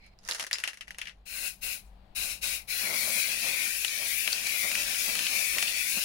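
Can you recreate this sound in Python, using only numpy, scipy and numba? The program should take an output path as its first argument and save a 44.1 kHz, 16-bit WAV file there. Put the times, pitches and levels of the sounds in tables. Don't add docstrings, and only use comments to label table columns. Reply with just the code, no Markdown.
import sys
import numpy as np
from scipy import signal
from scipy.fft import rfft, irfft
from scipy.io import wavfile
from scipy.ndimage import uniform_filter1d
from numba import njit

SR = 44100
rng = np.random.default_rng(int(sys.argv[2]) if len(sys.argv) > 2 else 0)


def digitize_waveform(pressure):
    field = np.atleast_2d(pressure).T
    bounded = np.clip(field, -1, 1)
    quanta = np.round(bounded * 32767).astype(np.int16)
    wavfile.write(sys.argv[1], SR, quanta)


N = 266532


def undb(db):
    return 10 ** (np.asarray(db) / 20)


def unit_rms(x):
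    return x / np.sqrt(np.mean(x ** 2))


def colour(x, points):
    hz, db = np.transpose(points)
    f = np.arange(N // 2 + 1) * SR / N + 1
    return irfft(rfft(x) * undb(np.interp(np.log(f), np.log(hz), db)), N)


def band(x, hz, width_hz):
    return signal.lfilter(*signal.iirpeak(hz, hz / width_hz, fs=SR), x)


@njit
def sweep_band(x, hz, width_hz):
    y, b, l = np.empty(len(x)), 0., 0.
    for i in range(len(x)):
        g, k = np.tan(np.pi * hz[i] / SR), width_hz / hz[i]
        v = (b + g * (x[i] - l)) / (1 + g * (g + k))
        b, l, y[i] = 2 * v - b, l + 2 * g * v, k * v
    return y


def pair(alike_below_hz):
    shared, own = rng.standard_normal(N), rng.standard_normal((2, N))
    delay_samples = 8
    both = [np.roll(shared, delay_samples), shared]
    low = signal.lfilter(*signal.butter(1, alike_below_hz, fs=SR), both)
    high = signal.lfilter(*signal.butter(1, alike_below_hz, "high", fs=SR), own)
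    return low + high


def walk(rate_hz):
    hold = int(SR / rate_hz)
    steps = np.repeat(rng.standard_normal(N // hold + 1), hold)
    return 1.576 * uniform_filter1d(uniform_filter1d(steps, hold), hold)[:N]


def read(table):
    s, first, *rest = np.transpose(table)
    t = np.arange(N) / SR
    return [np.interp(t, s, first, -140, -140)] + [np.interp(t, s, c) for c in rest]


def sides(pan_db):
    return undb(np.array([pan_db, -pan_db]) / 2)


# (frequency [Hz], gain [dB])
LEFT_PORT_RESPONSE = [(1150, -20), (1450, -7), (1900, 3.5), (2500, -0.5), (3200, 0.5), (4200, 0),
                      (6000, -0.5), (7700, -2), (9000, 1.5), (9800, 3.5), (10800, 8.5), (12000, -1.5),
                      (13200, 3.5), (14000, 0.5), (15500, 2.5)]
RIGHT_PORT_RESPONSE = [(1100, -13.5), (2000, -2), (2700, 1), (3300, -1), (4800, 2), (6500, 2), (7700, -3),
                       (9000, 2), (11000, 1.5), (15500, 4)]


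def ports(x):
    heard = []
    for channel, response in zip(x, (LEFT_PORT_RESPONSE, RIGHT_PORT_RESPONSE)):
        heard.append(colour(channel, response) * undb(-np.mean(np.array(response)[:, 1])))
    return np.array(heard)


# (time [s], level [dB])
SQUEAK_LEVEL = [(0.0, -68), (0.046, -60.5), (0.08, -64), (0.102, -75), (0.14, -69)]
# (frequency [Hz], width [Hz], relative level [dB])
SQUEAK_PARTIALS = [(2270, 150, 2), (4170, 76, -4.5), (4960, 110, -8)]


def squeak():
    bands = [undb(db) * unit_rms(band(rng.standard_normal((2, N)), hz, width_hz))
             for hz, width_hz, db in SQUEAK_PARTIALS]
    return undb(read(SQUEAK_LEVEL)[0]) * sum(bands)


# (time [s], level [dB], left minus right [dB])
BACKGROUND_LEVEL = [(0.0, -62, -5), (0.27, -60.5, 0), (0.341, -77, 1), (0.74, -70.5, -2.5),
                    (0.9, -61.5, -0.5), (1.41, -63.5, 1.5), (2.02, -59, 4.5), (2.69, -59.5, 4),
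                    (2.9, -68, 3.5), (3.5, -66.5, 3), (4.9, -63, -1), (6.04, -63, -2)]
# (frequency [Hz], width [Hz], relative level [dB])
HUM_BANDS = [(49.1, 5.4, 2.5), (192.8, 10, -10)]
# (frequency [Hz], gain [dB])
ROOM_SPECTRUM = [(20, -7.5), (35, -15.5), (65, -27), (120, -20), (350, -34.5), (750, -25.5), (1300, -37),
                 (4500, -42.5), (6000, -60), (16000, -58.5)]


def background():
    s, *columns = np.transpose(BACKGROUND_LEVEL)
    db, pan_db = (np.interp(np.arange(N) / SR, s, c) for c in columns)
    hum = sum(undb(level_db) * unit_rms(band(rng.standard_normal(N), hz, width_hz))
              for hz, width_hz, level_db in HUM_BANDS)
    room = unit_rms(colour(pair(390), ROOM_SPECTRUM)) * undb([[1.5], [-2.5]])
    return undb(db) * sides(pan_db) * (hum + room)


# (time [s], relative level [dB], brightest frequency [Hz])
SLOSH_CURVE = [(0.2, -81, 4330), (0.264, -44.5, 2550), (0.33, -51.5, 4110), (0.424, -33.5, 2600),
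               (0.48, -55.5, 2240), (0.56, -56, 4830), (0.7, -46.5, 2500), (0.79, -69, 2700),
               (1.09, -60, 2580), (1.22, -94, 2350)]


def slosh(held_db):
    db, hz = read(SLOSH_CURVE)
    wash = pair(800)
    wash = wash + undb(-3.5) * np.array([sweep_band(v, hz, 1500.) for v in wash])
    skips_per_s, skip_decay_s = 180, .002
    skips = (rng.random(N) < skips_per_s / SR) * rng.exponential(size=N)
    ticks = signal.lfilter([1], [1, -np.exp(-1 / (skip_decay_s * SR))], skips)
    flicker_db = 20 * np.log10(1 + 1.6 * ticks)
    return undb(db + flicker_db + 1.0) * sides(np.maximum(held_db, 0) + 4.5) * wash


# (time [s], relative peak [dB], crack centre [Hz], treble snap re peak before trim [dB])
BALL_KNOCKS = [(0.0446, -48, 2380, -12), (0.0638, -49, 2140, 5), (0.1886, -39.5, 4600, -18),
               (0.2505, -33, 5500, -20), (0.277, -27, 5320, -12), (0.2878, -15, 1730, 1.5),
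               (0.2987, -32, 1660, 15), (0.3113, -13, 4070, -4), (0.3221, -15, 3850, -13),
               (0.3344, -24, 5650, 0), (0.3479, -30.5, 3350, 14.5), (0.3584, -28, 1590, -2),
               (0.397, -17.5, 2420, 2.5), (0.4043, -31, 2710, -6), (0.421, -32, 2890, -13),
               (0.429, -45, 2160, -11), (0.447, -23, 1640, -10), (0.467, -23.5, 1720, 1.5),
               (0.5119, -15, 1860, -9.5), (0.5299, -8.5, 4540, -11.5), (0.5368, -12, 4970, -22),
               (0.5552, -21, 2240, -13), (0.5844, -22, 3650, -1.5), (0.6012, -32.5, 2920, 7.5),
               (0.638, -10, 2120, -9), (0.6759, -16, 2930, -3), (0.6803, -22.5, 1790, -17),
               (0.7113, -39, 1710, -7), (0.7322, -26, 1800, -7), (0.7428, -32.5, 2050, -4),
               (0.7724, -32.5, 2070, -0.5), (0.809, -22.5, 2650, -8), (0.8735, -40, 2000, -8),
               (0.88, -25, 1710, -7.5), (0.907, -21, 1820, -7.5), (0.946, -30.5, 2000, -14),
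               (0.9844, -25, 2720, 2), (1.015, -18.5, 2500, -10), (1.055, -29, 2840, -16),
               (1.071, -24.5, 2730, -29), (1.0822, -29, 2220, -19), (1.0944, -31, 2770, -30),
               (3.8463, -14, 2850, -1), (3.8802, -19, 4130, -11), (4.2753, -12, 2480, -4.5),
               (4.3283, -11, 4740, -5.5), (4.4692, -27, 4040, 11.5), (4.7147, -20.5, 2780, 3.5),
               (4.7527, -17, 2640, 3), (4.9456, -18, 2560, -15), (5.1527, -18.5, 2670, 3),
               (5.1915, -17.5, 2720, 3), (5.267, -14, 2560, -21), (5.5836, -13.5, 2600, 1.5),
               (5.6256, -16.5, 2900, 8.5), (5.679, -16.5, 3000, -24), (5.697, -32, 2640, -11)]
# (time [s], left minus right [dB], clatter [ms], rattle t60 [s], relative thud [dB])
CAN_GRIP = [(0.2, -1, 0.73, 0.11, -2), (0.47, 4, 0.81, 0.09, 11), (0.55, 6, 1.4, 0.13, -0.5),
            (0.9, 4, 1.2, 0.091, 1), (1.1, 9, 2.8, 0.12, -2), (3.8, 13.5, 4.1, 0.052, -18),
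            (5.7, 6, 2.6, 0.047, -9)]
# (frequency [Hz], relative level [dB], width [Hz])
CAN_MODES = [(1750, -36, 330), (2450, -2.5, 400), (2744, 11.5, 314), (4120, -4.5, 490), (5020, 3.5, 260),
             (6980, 6.5, 500), (7600, -18, 500), (10400, 1, 800)]
# (frequency [Hz], gain [dB])
CAN_COLOUR = [(250, -3), (500, 8), (1200, 9), (2500, -12), (6000, -6), (8000, -12), (11000, -15),
              (12500, -24.5), (16000, -31)]


def ball():
    hits, tails = np.zeros((2, N)), np.zeros((2, N))
    t = np.arange(int(.2 * SR)) / SR
    grip = read(CAN_GRIP)
    for s, peak_db, hz, bright_db in BALL_KNOCKS:
        at = int(max(s, .25) * SR)
        pan_db, clatter_ms, t60_s, thud_db = (c[at] for c in grip)
        noise = rng.standard_normal((2, len(t)))
        contact = noise * np.exp(-(t / (max(clatter_ms, .3) / 1000)) ** 3)
        crack = band(band(contact, hz, 0.49 * hz), hz, 0.49 * hz)
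        snap = band(band(contact, 6000, 9000), 6000, 9000)
        knock = crack / np.abs(crack).max() + undb(bright_db - 3.0) * snap / np.abs(snap).max()
        knock = knock + undb(thud_db) * band(contact[0], 650, 500)
        shake = noise[::-1] * np.exp(-np.log(1000) * t / max(t60_s, .01))
        ring = sum(undb(db - 19.0 * abs(np.log2(f / hz))) * band(shake, f, width_hz)
                   for f, db, width_hz in CAN_MODES)
        rattle = undb([[-13.0], [-19.0]]) * (undb(12.5) * ring + undb(bright_db + 6.5) * shake)
        i, gain = int(s * SR), undb(peak_db) * sides(pan_db)[:, None]
        hits[:, i:i + len(t)] += (knock * gain)[:, :N - i]
        tails[:, i:i + len(t)] += (rattle * gain)[:, :N - i]
    tails = tails + slosh(grip[0])
    heard = ports(undb(-4.5) * hits + undb(2.0) * colour(tails, CAN_COLOUR))
    return heard * undb([[-3.0], [2.5]])


# (valve opens [s], finger lets go [s], hiss before swing and trim [dB],
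# time to full flow [s], first leak re full flow [dB])
NOZZLE_PRESSES = [(1.253, 1.479, -40, .12, -16), (1.604, 1.733, -38.5, .03, -26),
                  (2.148, 2.314, -37, .022, -5.5), (2.407, 2.547, -34, 0.028, -19),
                  (2.67, 6.5, -32.5, 0.034, -17)]
FADE_DB_S, SHUT_DB_S2 = 142, 1495
SAG_DB, RECOVER_S, CRACK_S = -0.5, 0.075, 0.013
DRIBBLE_DB, DRIBBLE_FADE_DB_S = -14.5, 146


def flow():
    t, db = np.arange(N) / SR, np.full(N, -140.)
    for opens_s, lets_go_s, full_db, rise_s, leak_db in NOZZLE_PRESSES:
        since = t - opens_s
        rise = leak_db * np.clip(1 - since / rise_s, 0, 1) ** 0.95
        crack = 20 * np.log10(np.clip(since / CRACK_S, 1e-3, 1))
        sag = SAG_DB * np.sin(np.pi * np.clip((since - rise_s) / RECOVER_S, 0, 1))
        late = np.maximum(t - lets_go_s, 0)
        shut = -FADE_DB_S * late - SHUT_DB_S2 * late ** 2
        fade = np.maximum(shut, DRIBBLE_DB - DRIBBLE_FADE_DB_S * late)
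        db = np.where(t > opens_s, np.maximum(db, full_db + rise + crack + sag + fade), db)
    return db


# (time [s], path change per unit of random walk [m])
CAN_WANDER = [(2.6, .003), (2.9, .05)]
# (extra path at left port [m], relative level [dB])
WALL_ECHOES = [(.26, -10), (.49, -10), (.63, -11), (.9, -12), (1.14, -12), (1.38, -12), (1.9, -13)]


def box_walls(x):
    n = np.arange(N)
    wander_m = np.interp(n / SR, *np.transpose(CAN_WANDER))
    fine = signal.resample_poly(x, 4, 1, axis=1)
    out = x.copy()
    for path_m, db in WALL_ECHOES:
        for port in range(2):
            lag = (path_m * (1 + .08 * port) + wander_m * walk(7)) / 343 * SR
            out[port] += undb(db) * np.interp(4 * (n - lag), np.arange(4 * N), fine[port])
    return out


# (time [s], level re hiss before port trim [dB], frequency [Hz])
UPPER_RIDGE = [(1.2, 3, 4130), (1.8, -3, 4080), (2.15, 6.5, 3920), (2.6, -4, 3800), (2.8, 5, 4260),
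               (3.3, -3, 4320), (3.9, -7, 4400), (4.5, -8, 4040), (6.05, -5, 4600)]
RIDGE_WANDER_HZ, RIDGE_FLICKER_DB = 40, 1.5
TREBLE_DB, TREBLE_PER_AIM_DB = -10, 8


def jet(hiss_db, aim, ridge_hz):
    direct = pair(1580)
    hiss = unit_rms(box_walls(direct))
    ridge_hz = ridge_hz + RIDGE_WANDER_HZ * walk(23.98)
    flicker = undb(RIDGE_FLICKER_DB * walk(20))
    ridge = flicker * np.array([sweep_band(sweep_band(v, ridge_hz, 484.0), ridge_hz, 484.0)
                                for v in unit_rms(direct)])
    upper_db, upper_hz = read(UPPER_RIDGE)
    upper = undb(upper_db) * np.array([sweep_band(v, upper_hz, 145.0) for v in hiss])
    hiss = hiss + undb([[9.0], [-4.0]]) * ridge + undb([[0.0], [-9.0]]) * upper
    spectrum, surge = rfft(ports(hiss)), walk(24.81)
    octave = np.log2(np.arange(N // 2 + 1) * SR / N + 1)
    out = 0
    for centre in np.arange(7, 14.6, .5):
        beamed = np.clip((centre - 12.8) / 0.77, 0, 1)
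        treble_db = beamed * (TREBLE_DB + TREBLE_PER_AIM_DB * aim)
        db = hiss_db + treble_db + 1.05 * walk(8.9) + 0.83 * surge
        out = out + undb(db) * irfft(spectrum * np.clip(1 - 2 * abs(octave - centre), 0, 1), N)
    return out


# (time [s], level re hiss [dB])
MIST_LEVEL = [(1.25, -21.5), (2.79, -25.5), (2.84, -16.5), (3.17, -16.5), (3.21, -22.5), (3.41, -18.5),
              (3.7, -20.5), (3.79, -33), (3.94, -24), (4.05, -19.5), (4.18, -27), (4.36, -22),
              (4.61, -23.5), (4.78, -19), (5.03, -23), (5.4, -19.5), (5.48, -27), (5.6, -21.5),
              (6.05, -24.5)]
# (time [s], boost of drumming [dB])
FLAP_GUSTS = [(4.278, 10), (4.651, 10.5), (5.09, 11), (5.57, 9), (5.978, 12)]
# (frequency [Hz], gain [dB])
BOX_RESPONSE = [(300, -8.5), (420, -6), (600, 3), (900, -4), (1400, -3.5), (3000, -30)]
# (frequency [Hz], gain [dB])
BUFFET_SPECTRUM = [(40, -38), (90, -26), (200, 10.5), (320, 4), (450, -56)]
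GUST_S = 0.016
BUFFET_DB, BUFFET_SLOPE = -29.5, 1.63


def mist(hiss_db, pan_db):
    t = np.arange(N) / SR
    gust_db = sum(db * np.exp(-((t - s) / GUST_S) ** 2) for s, db in FLAP_GUSTS)
    mist_db = read(MIST_LEVEL)[0] + gust_db
    box_db = hiss_db + mist_db + 2.16 * walk(30)
    buffet_db = hiss_db + BUFFET_DB + BUFFET_SLOPE * (mist_db + 20) + 1.7 * walk(30)
    box = unit_rms(colour(pair(1500), BOX_RESPONSE)) * undb(box_db) * sides(0.65 * pan_db)
    buffet = unit_rms(colour(pair(1300), BUFFET_SPECTRUM)) * undb(buffet_db) * sides(0.034 * pan_db)
    return box + buffet


# (time [s], level [dB], pitch [Hz])
VALVE_WHISTLE = [(1.85, -79, 9500), (1.862, -76, 8300), (1.9, -88, 5800)]


def whistle(pan_db):
    db, hz = read(VALVE_WHISTLE)
    return undb(db) * unit_rms(sweep_band(pair(1580)[0], hz, 300.0)) * sides(pan_db)


# (time [s], aim [0 away - 1 toward phone], hiss ridge before wander [Hz], hiss change [dB])
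HAND_SWING = [(1.25, 0.8, 2590, 4), (1.8, 0.75, 2510, 0.5), (2.15, 0.68, 2550, 1.5), (2.4, 0.66, 2540, 1.5),
              (2.7, .5, 2440, -0.5), (2.78, 0.56, 2550, 0), (2.9, 0.55, 2300, -0.1), (3.2, 0.76, 2360, 0.2),
              (3.4, 0.3, 2570, 1.03), (3.67, 0.54, 2350, 0.2), (3.8, 1, 2650, -4.5),
              (3.9, 0.14, 2500, -1.5), (4.12, 0.89, 2300, -2), (4.19, 1, 2560, -2.5),
              (4.35, .05, 2500, -0.5), (4.62, 0.88, 2240, -0.1), (4.8, 0.16, 2560, 1.4),
              (5.04, 0.77, 2420, -0.5), (5.22, 0.075, 2570, 1.2), (5.46, 0.72, 2350, 1.2),
              (5.68, 0.13, 2620, .3), (5.88, 0.7, 2310, 0), (6.05, 0.64, 2800, -1.2)]
PAN_DB, PAN_PER_AIM_DB = 7.5, 3.5


def spray():
    aim, ridge_hz, swing_db = read(HAND_SWING)
    aim = np.clip(aim, 0, 1)
    hiss_db = flow() + swing_db
    pan_db = PAN_DB + PAN_PER_AIM_DB * aim
    hiss = undb(2.0) * jet(hiss_db, aim, ridge_hz) * sides(pan_db)
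    return hiss + mist(hiss_db, pan_db) + whistle(pan_db)


def scene():
    return squeak() + background() + ball() + spray()


def record(dry):
    cutoff_hz = 15850
    return signal.sosfilt(signal.ellip(10, .2, 60, cutoff_hz, fs=SR, output="sos"), dry)


dry = scene()
out = record(dry)
digitize_waveform(out)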